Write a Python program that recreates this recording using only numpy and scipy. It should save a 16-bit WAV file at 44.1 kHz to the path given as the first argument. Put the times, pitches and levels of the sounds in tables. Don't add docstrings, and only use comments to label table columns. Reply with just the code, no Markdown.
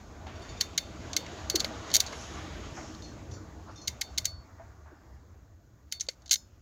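import sys
import numpy as np
from scipy import signal
from scipy.io import wavfile

SR = 44100
rng = np.random.default_rng(int(sys.argv[2]) if len(sys.argv) > 2 else 0)


def put_to_file(sound):
    columns = np.atleast_2d(sound).T
    safe = np.clip(columns, -1, 1)
    whole_steps = np.round(safe * 32767)
    wavfile.write(sys.argv[1], SR, whole_steps.astype(np.int16))


def field_ratio(decibels):
    return 10 ** (np.asarray(decibels, dtype=float) / 20)


N = 291799

# start in seconds, peak in dB, handle modes in dB, crack in dB,
# upper frame modes in dB.
SNAPS = [(0.61, -11, -7.5, -14, -5), (0.7778, -13, -4, -11.5, -5.5), (1.1653, -11, -3, -14.5, -0.5),
         (1.499, -14, -8, -10.5, -4), (1.557, -13, -7, -9.5, -5.5), (1.6026, -15.5, -10.5, -17.5, -6),
         (1.6457, -16, -1, -22.5, -11), (2.0027, -9, -10, -10.5, -4.5), (3.8789, -16, -3, -12.5, -4.5),
         (4.0128, -17, -3, -10, -4.5), (4.1814, -13.5, -7, -12.5, -1), (4.254, -13, -2.5, -12, 0),
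         (5.9234, -16.5, -6, -12.5, -2.5), (6.008, -18.5, -4, -26, 6), (6.0863, -19.5, -2.5, -27, -6)]
# start in seconds, peak in dB, crack in dB,
# chatter t60 in seconds.
RELEASES = [(1.9394, -10.5, -12, 0.036), (1.9471, -9.5, -9, 0.032), (1.9546, -8, -11.5, 0.027),
            (1.9647, -8, -10, .029), (6.3108, -9, -21, 0.042), (6.3161, -20, -16, 0.036),
            (6.3188, -16.5, -7.5, .045), (6.3244, -16, -23, 0.054), (6.329, -10.5, -13.5, 0.04),
            (6.3382, -11.5, -12, 0.038), (6.3444, -29, -20, .027), (6.3567, -17.5, -24.5, 0.022)]
# start in seconds, peak in dB, handle modes in dB,
# chatter t60 in seconds.
GRAZES = [(.269, -47, 0, .04), (0.605, -27.5, -2, 0.048), (1.1316, -24.5, -2, 0.033),
          (1.2633, -34, 10.5, 0.027), (1.498, -32, -26, .02), (1.5536, -19, -11, 0.022),
          (1.597, -23.5, -14, 0.028), (1.9017, -32.5, 0, 0.03), (1.915, -27.5, -4.5, .033),
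          (1.9325, -30, -16, 0.039), (1.9987, -23.5, -17, 0.019), (2.0634, -28.5, -4, 0.11),
          (2.1248, -33.5, 9, 0.047), (2.66, -42, -10, .03), (2.948, -40.5, -14, .03),
          (3.022, -39.5, -14.5, .04), (3.312, -45.5, -9, 0.037), (3.8741, -21, -9, 0.056),
          (4.0108, -28.5, -3, 0.021), (4.1766, -19.5, -6, .044), (4.2455, -31.5, -1.5, 0.042),
          (5.916, -38, -8.5, 0.033), (5.998, -30, -18, .068), (6.0661, -46.5, -12, .023),
          (6.2204, -51, -10, .03), (6.2595, -39.5, -5, .048), (6.278, -37.5, -16, 0.034),
          (6.2941, -31, -12, 0.044), (6.3087, -29.5, 2, 0.04)]
# frequency in Hz, width in Hz, level in dB.
HANDLE = [(1490, 200, -8), (1841, 340, -8.5), (2155, 150, -0.5), (2770, 250, -13)]
# frequency in Hz, width in Hz, level in dB.
FRAME_LOW = [(3088, 200, -4.5), (3540, 220, -1.5), (3910, 450, 0), (4494, 310, 3.5), (5370, 290, -6)]
# frequency in Hz, width in Hz, level in dB.
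FRAME_HIGH = [(5250, 370, -8.5), (5640, 320, 2.5), (6455, 450, 5), (7270, 400, -1), (7460, 200, -1)]
# start in seconds, length in seconds,
# upper mode in dB, lower mode in dB.
JAW_RINGS = [(0.618, 0.18, -50, -43.5), (0.785, .2, -47, -42.5), (1.171, 0.15, -44.5, -45),
             (1.504, 0.054, -39, -62.5), (1.558, 0.057, -35, -58), (1.967, 0.026, -54.5, -43),
             (2.007, .035, -55, -63), (3.887, 0.13, -70, -50.5), (4.034, 0.11, -48.5, -50.5),
             (4.192, 0.11, -61, -53), (4.251, 0.21, -35, -50), (5.929, 0.069, -41.5, -48),
             (6.36, .15, -60, -63)]
JAW_HZ = [4447, 3601]
JAW_T60_S = [.36, .26]
# start in seconds, level in dB, then the three modes that the grip
# leaves free in Hz, strongest first.
JINGLES = [(.354, -56, 4530, 3605, 5655), (.418, -52, 4530, 3605, 9700), (.489, -48, 4530, 6918, 3605),
           (.570, -51, 3605, 6918, 5922), (3.022, -52, 4280, 6385, 3605), (3.04, -52, 4280, 6015, 4530),
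           (3.314, -52, 5835, 6385, 5180), (3.335, -51, 5835, 4530, 7092), (3.708, -66, 5655, 9700, 6015),
           (3.757, -52, 6385, 5655, 3605), (3.775, -54, 4280, 5285, 3605), (3.814, -49, 6015, 4280, 6560),
           (3.885, -59, 5655, 6385, 6015), (4.02, -60, 5655, 6385, 4530), (4.26, -56, 4530, 5285, 7092),
           (6.012, -63, 5835, 6385, 7092), (6.359, -49, 5180, 6918, 7092)]
LOOSE_HZ = [3605, 4280, 4530, 5180, 5285, 5655, 5835, 5922, 6015, 6385, 6560, 6918, 7092, 9700]
# start in seconds, level in dB, lowest mode in Hz, t60 in seconds,
# contact in seconds.
KNOCKS = [
    (1.049, -41, 1510, 0.025, 0.0043),
    (1.536, -23.5, 319.4, 0.097, 0.014),
    (1.644, -28, 540, 0.022, .0012),
    (2.776, -36.5, 748, 0.092, 0.0034),
    (4.59, -43, 676, 0.12, 0.025),
    (4.91, -47, 310, 0.086, 0.026),
    (6.085, -33, 520, 0.028, 0.0012),
    (.267, -39, 757, 0.077, 0.0034),
    (2.127, -38, 1060, 0.037, 0.0033),
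]
# start in seconds, rise in seconds, length in seconds, level in dB,
# highest pitch in Hz.
RUBS = [
    (0.264, 0.0033, 0.3, -50, 3760),
    (2.765, 0.0057, 0.11, -44.5, 2200),
    (3.654, 0.046, 0.06, -48, 1500),
    (4.582, 0.012, 0.24, -56.5, 1860),
    (4.852, 0.0096, 0.21, -57.5, 1885),
]
# start in seconds, rise in seconds, length in seconds, level in dB,
# lowest pitch in Hz.
SWISHES = [
    (2.033, 0.14, 0.51, -69.5, 8360),
    (2.101, 0.12, .25, -50.5, 4900),
    (2.73, .04, 0.49, -52.5, 4900),
    (3.644, 0.058, .15, -67, 3800),
]
# time in seconds, level in dB.
SLEEVE = [(0.0, -71), (0.29, -72), (0.46, -62.5), (1.0, -62.5), (1.2, -55.5), (1.55, -61), (1.66, -58.5),
          (1.99, -52.5), (2.71, -59.5), (3.17, -68.5), (3.39, -74), (4.13, -70.5), (4.42, -82), (5.77, -88),
          (6.19, -81.5), (6.62, -83)]
# time in seconds, level in dB.
ENGINE = [(0.0, -56.5), (0.02, -53.5), (0.59, -47), (0.77, -52.5), (0.9, -46), (1.36, -49), (1.81, -45),
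          (1.84, -56), (1.95, -46.5), (2.69, -46.5), (3.32, -46), (3.61, -50.5), (3.93, -43), (4.0, -55.5),
          (4.4, -45), (4.44, -54.5), (6.28, -58), (6.62, -58)]
# time in seconds, level in dB.
EXHAUST = [(0.0, -58.5), (0.83, -54.5), (1.0, -49), (1.4, -54.5), (1.92, -50), (2.06, -52.5), (3.09, -51.5),
           (4.75, -69.5), (6.62, -73.5)]
# time in seconds, level in dB.
PASS = [(0.0, -56), (0.22, -56), (0.4, -52), (0.96, -54), (1.12, -50), (1.95, -45), (2.28, -47.5),
        (3.08, -55.5), (4.48, -59.5), (5.67, -70), (6.25, -68.5), (6.62, -73)]
# frequency in Hz, then shares from 0 to 1 of engine, exhaust,
# nearness and sleeve.
REACH = [(90, 0.82, .01, .05, .01), (301.8, .1, 0.82, 0.056, .01), (750, .01, .05, .9, .1),
         (1590, .01, .01, 0.82, .1), (3020, .01, .01, 0.059, 0.96), (6500, .01, .01, 0.42, 0.37),
         (10810, .01, .01, .05, 0.54), (14000, .01, .01, .01, .05)]
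# frequency in Hz, level in dB per Hz.
OUTSIDE = [(15, -56), (28, -14.5), (76, 5.5), (135, -8), (304, -11.5), (510, -16.5), (651, -16),
           (1800, -23.5), (2500, -29), (4730, -31), (6730, -33), (8800, -54), (14500, -47), (16500, -77)]
# frequency in Hz, width in Hz, level in dB.
BOOM = [(316, 26, -65.5), (650, 97, -66.5), (806, 19, -75), (1168, 90, -71.5), (1460, 80, -73.5)]
# frequency in Hz, width in Hz, level in dB.
PORT_PEAK = [(6820, 570, 4)]


def ratchet():
    out, t = np.zeros(N), np.arange(2500) / SR
    touches = contacts()
    grit = rng.standard_normal((len(touches), 3, len(t)))
    for (s, db, handle_db, crack_db, t60, upper_db), (sizes, lumps, hiss) in zip(touches, grit):
        fall = field_ratio(-60 * t / max(t60, 0.004)) * np.minimum(t / 0.0011, 1)
        first_blow = 3.0 * field_ratio(-60 * t / 0.0018) * np.minimum(t / 0.0006, 1)
        chatter = sizes * field_ratio(6.25 * lumps) * (fall + first_blow)
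        frame = resonate(chatter, FRAME_LOW) + field_ratio(upper_db) * resonate(chatter, FRAME_HIGH)
        snap = band(frame, 2900, 9000) + field_ratio(handle_db) * resonate(chatter, HANDLE)
        crack = band(hiss * fall ** 1.1, 7600, 15800)
        add(out, s - 0.0008, field_ratio(db) * (snap / np.max(np.abs(snap)) + field_ratio(crack_db) * crack))
    no_bass = signal.butter(7, 1400, "high", fs=SR, output="sos")
    return signal.sosfilt(no_bass, out)


def contacts():
    drops = [(s, db, handle_db, crack_db, 0.029, upper_db)
             for s, db, handle_db, crack_db, upper_db in SNAPS]
    bounces = [(s + 0.0055, db - 22, 4.5, -16, 0.16, 0) for s, db, *_ in SNAPS]
    rattle = [(s, db, -5, crack_db, t60, -0.5) for s, db, crack_db, t60 in RELEASES]
    grazes = [(s, db, handle_db, -28.5, t60, -5) for s, db, handle_db, t60 in GRAZES]
    return drops + bounces + rattle + grazes


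def jaw():
    out, hz, t60 = np.zeros(N), np.array(JAW_HZ), np.array(JAW_T60_S)
    for s, lasts, *levels_db in JAW_RINGS:
        tone = struck(hz, field_ratio(np.array(levels_db)), t60, lasts, split_hz=np.array([6.0, 28.0]))
        t = np.arange(len(tone)) / SR
        swell_in = np.minimum(t / 0.01, 1)
        stop = np.minimum((lasts - t) / (0.12 * lasts), 1)
        add(out, s, tone * swell_in * stop)
    return out


def jingle():
    out, hz = np.zeros(N), np.array(LOOSE_HZ)
    thin = hz > 9000
    chance = rng.random((len(JINGLES), 3, len(hz)))
    for (s, db, *free_hz), (pitch, size, split) in zip(JINGLES, chance):
        steps_db = -12 - 7.0 * pitch
        steps_db[np.searchsorted(hz, free_hz)] = [0, -2, -4]
        t60 = 0.21 * np.where(thin, 0.4, 0.9 + 0.6 * size)
        tone = struck(hz, field_ratio(db + steps_db - 8.0 * thin), t60, 0.4, split_hz=15 + 30 * split)
        spray = struck(3300 + 4200 * pitch, field_ratio(db - 13 - 6 * size), 0.1, 0.4)
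        rise = np.minimum(np.arange(len(tone)) / SR / 0.003, 1)
        add(out, s, (tone + spray) * rise)
    return out


def knocks():
    out, ratios = np.zeros(N), np.array([1, 1.13, 1.55, 1.9, 2.4, 3.1])
    rough = rng.standard_normal((len(KNOCKS), 5000))
    for (s, db, hz, t60, contact), grit in zip(KNOCKS, rough):
        tilt_db = -7 - 330 * contact
        gains = field_ratio(tilt_db * np.arange(len(ratios)))
        body = struck(hz * ratios, gains, t60 / np.sqrt(ratios), 0.15)
        touch = int(np.clip(contact * SR, 20, len(grit)))
        push = grit[:touch] * np.hanning(touch)
        thud = band(np.convolve(body, push), 1.05 * hz, 2.2 * hz)
        add(out, s, field_ratio(db) * thud / np.max(np.abs(thud)))
    return out


def rubs():
    knuckle = [(s, rise, lasts, db, 550, high_hz) for s, rise, lasts, db, high_hz in RUBS]
    cuff = [(s, rise, lasts, db, low_hz, 1.47 * low_hz) for s, rise, lasts, db, low_hz in SWISHES]
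    strokes = knuckle + cuff
    out, grit = np.zeros(N), rng.standard_normal((len(strokes), SR // 2))
    t = np.arange(SR // 2) / SR
    for (s, rise, lasts, db, low_hz, high_hz), hiss in zip(strokes, grit):
        trail = field_ratio(-20 * np.maximum(t - rise, 0) / lasts)
        shape = np.minimum(t / rise, 1) * trail * np.minimum((0.5 - t) / 0.1, 1)
        friction = band(band(hiss, low_hz, high_hz), low_hz, high_hz)
        add(out, s, field_ratio(db) * rms_one(friction) * shape)
    return out


def room(x):
    t = np.arange(int(0.3 * SR)) / SR
    decay = field_ratio(-60 * t / 0.17)
    tail = rng.standard_normal(len(t)) * decay * np.clip((t - 0.003) / 0.004, 0, 1)
    tail = signal.lfilter([1, -0.6], [1], tail)
    return field_ratio(-20.5) * signal.fftconvolve(x, tail / np.sqrt(np.sum(tail ** 2)))[:N]


def traffic():
    swells_db = np.array([swell(ENGINE), swell(EXHAUST), swell(PASS), swell(SLEEVE)])
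    reach_hz, *follows = np.transpose(REACH)
    spectrum_hz, spectrum_db = np.transpose(OUTSIDE)
    edges = 22 * 2 ** np.arange(0, 9.8, 0.25)
    white, together = rng.standard_normal((2, N + SR // 2)), drift(2.7)
    port_hz = 7600
    below, above = np.zeros(N), np.zeros(N)
    for k, (low, high) in enumerate(zip(edges, edges[1:])):
        place = np.log(low * high) / 2
        shares = np.array([np.interp(place, np.log(reach_hz), share) for share in follows])
        smooth = 0.45 if low > 2400 else 1
        patch_db = (0.94 * together + 2.3 * drift(8.3)) * smooth
        level_db = np.interp(place, np.log(spectrum_hz), spectrum_db) + shares @ swells_db + patch_db
        steady = band(white[k % 2], low, high)[-N:]
        add(above if low > port_hz else below, 0, steady * field_ratio(level_db))
    port = signal.cheby1(5, 0.5, port_hz, fs=SR, output="sos")
    through_port = signal.sosfilt(port, below + resonate(below, PORT_PEAK))
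    out = field_ratio(-45.5) * rms_one(above + through_port)
    for hz, width, db in BOOM:
        boom = band(rng.standard_normal(N), hz - width / 2, hz + width / 2)
        follow_db = swells_db[1 if hz < 500 else 2]
        out += field_ratio(db + follow_db + 2.2 * drift(3.0)) * rms_one(boom)
    return out


def swell(rows):
    s, db = np.transpose(rows)
    curve = np.interp(np.arange(N) / SR, s, db)
    return curve - np.mean(curve)


def drift(rate):
    r = np.exp(-80 * np.pi * rate / SR)
    slow = signal.lfilter([1], [1, -2 * r, r * r], rng.standard_normal(N // 40 + 2002))[2000:]
    return np.interp(np.arange(N) / 40, np.arange(len(slow)), rms_one(slow))


def struck(hz, gains, t60, lasts, split_hz=0.0):
    t = np.arange(int(lasts * SR))[:, None] / SR
    beat = 1 - 0.12 * np.sin(np.pi * split_hz * t) ** 2
    decay = field_ratio(-60 * t / np.maximum(t60, 0.002))
    return (decay * beat * np.sin(2 * np.pi * hz * t)) @ gains


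def resonate(x, peaks):
    out = 0
    for k, (hz, width, db) in enumerate(peaks):
        r = np.exp(-np.pi * width / SR)
        poles = [1, -2 * r * np.cos(2 * np.pi * hz / SR), r * r]
        out = out + (-1) ** k * field_ratio(db) * signal.lfilter([1 - r, 0, r - 1], poles, x)
    return out


def band(x, low_hz, high_hz):
    edges = [low_hz, min(high_hz, 0.46 * SR)]
    return signal.sosfilt(signal.butter(2, edges, "band", fs=SR, output="sos"), x)


def rms_one(x):
    return x / np.sqrt(np.mean(x ** 2) + 1e-20)


def add(out, s, sound):
    at = round(s * SR)
    out[at:at + len(sound)] += sound[:N - at]


def scene():
    near = ratchet() + jaw() + jingle() + knocks() + rubs()
    return (near + room(near) + traffic())[None]


def band_limit(x):
    return signal.sosfilt(signal.butter(12, 16980, fs=SR, output="sos"), x)


def record(dry):
    top_cut = signal.cheby2(10, 50, 16850, fs=SR, output="sos")
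    mix = signal.sosfilt(top_cut, dry)
    return band_limit(mix)


dry = scene()
out = record(dry)
put_to_file(out)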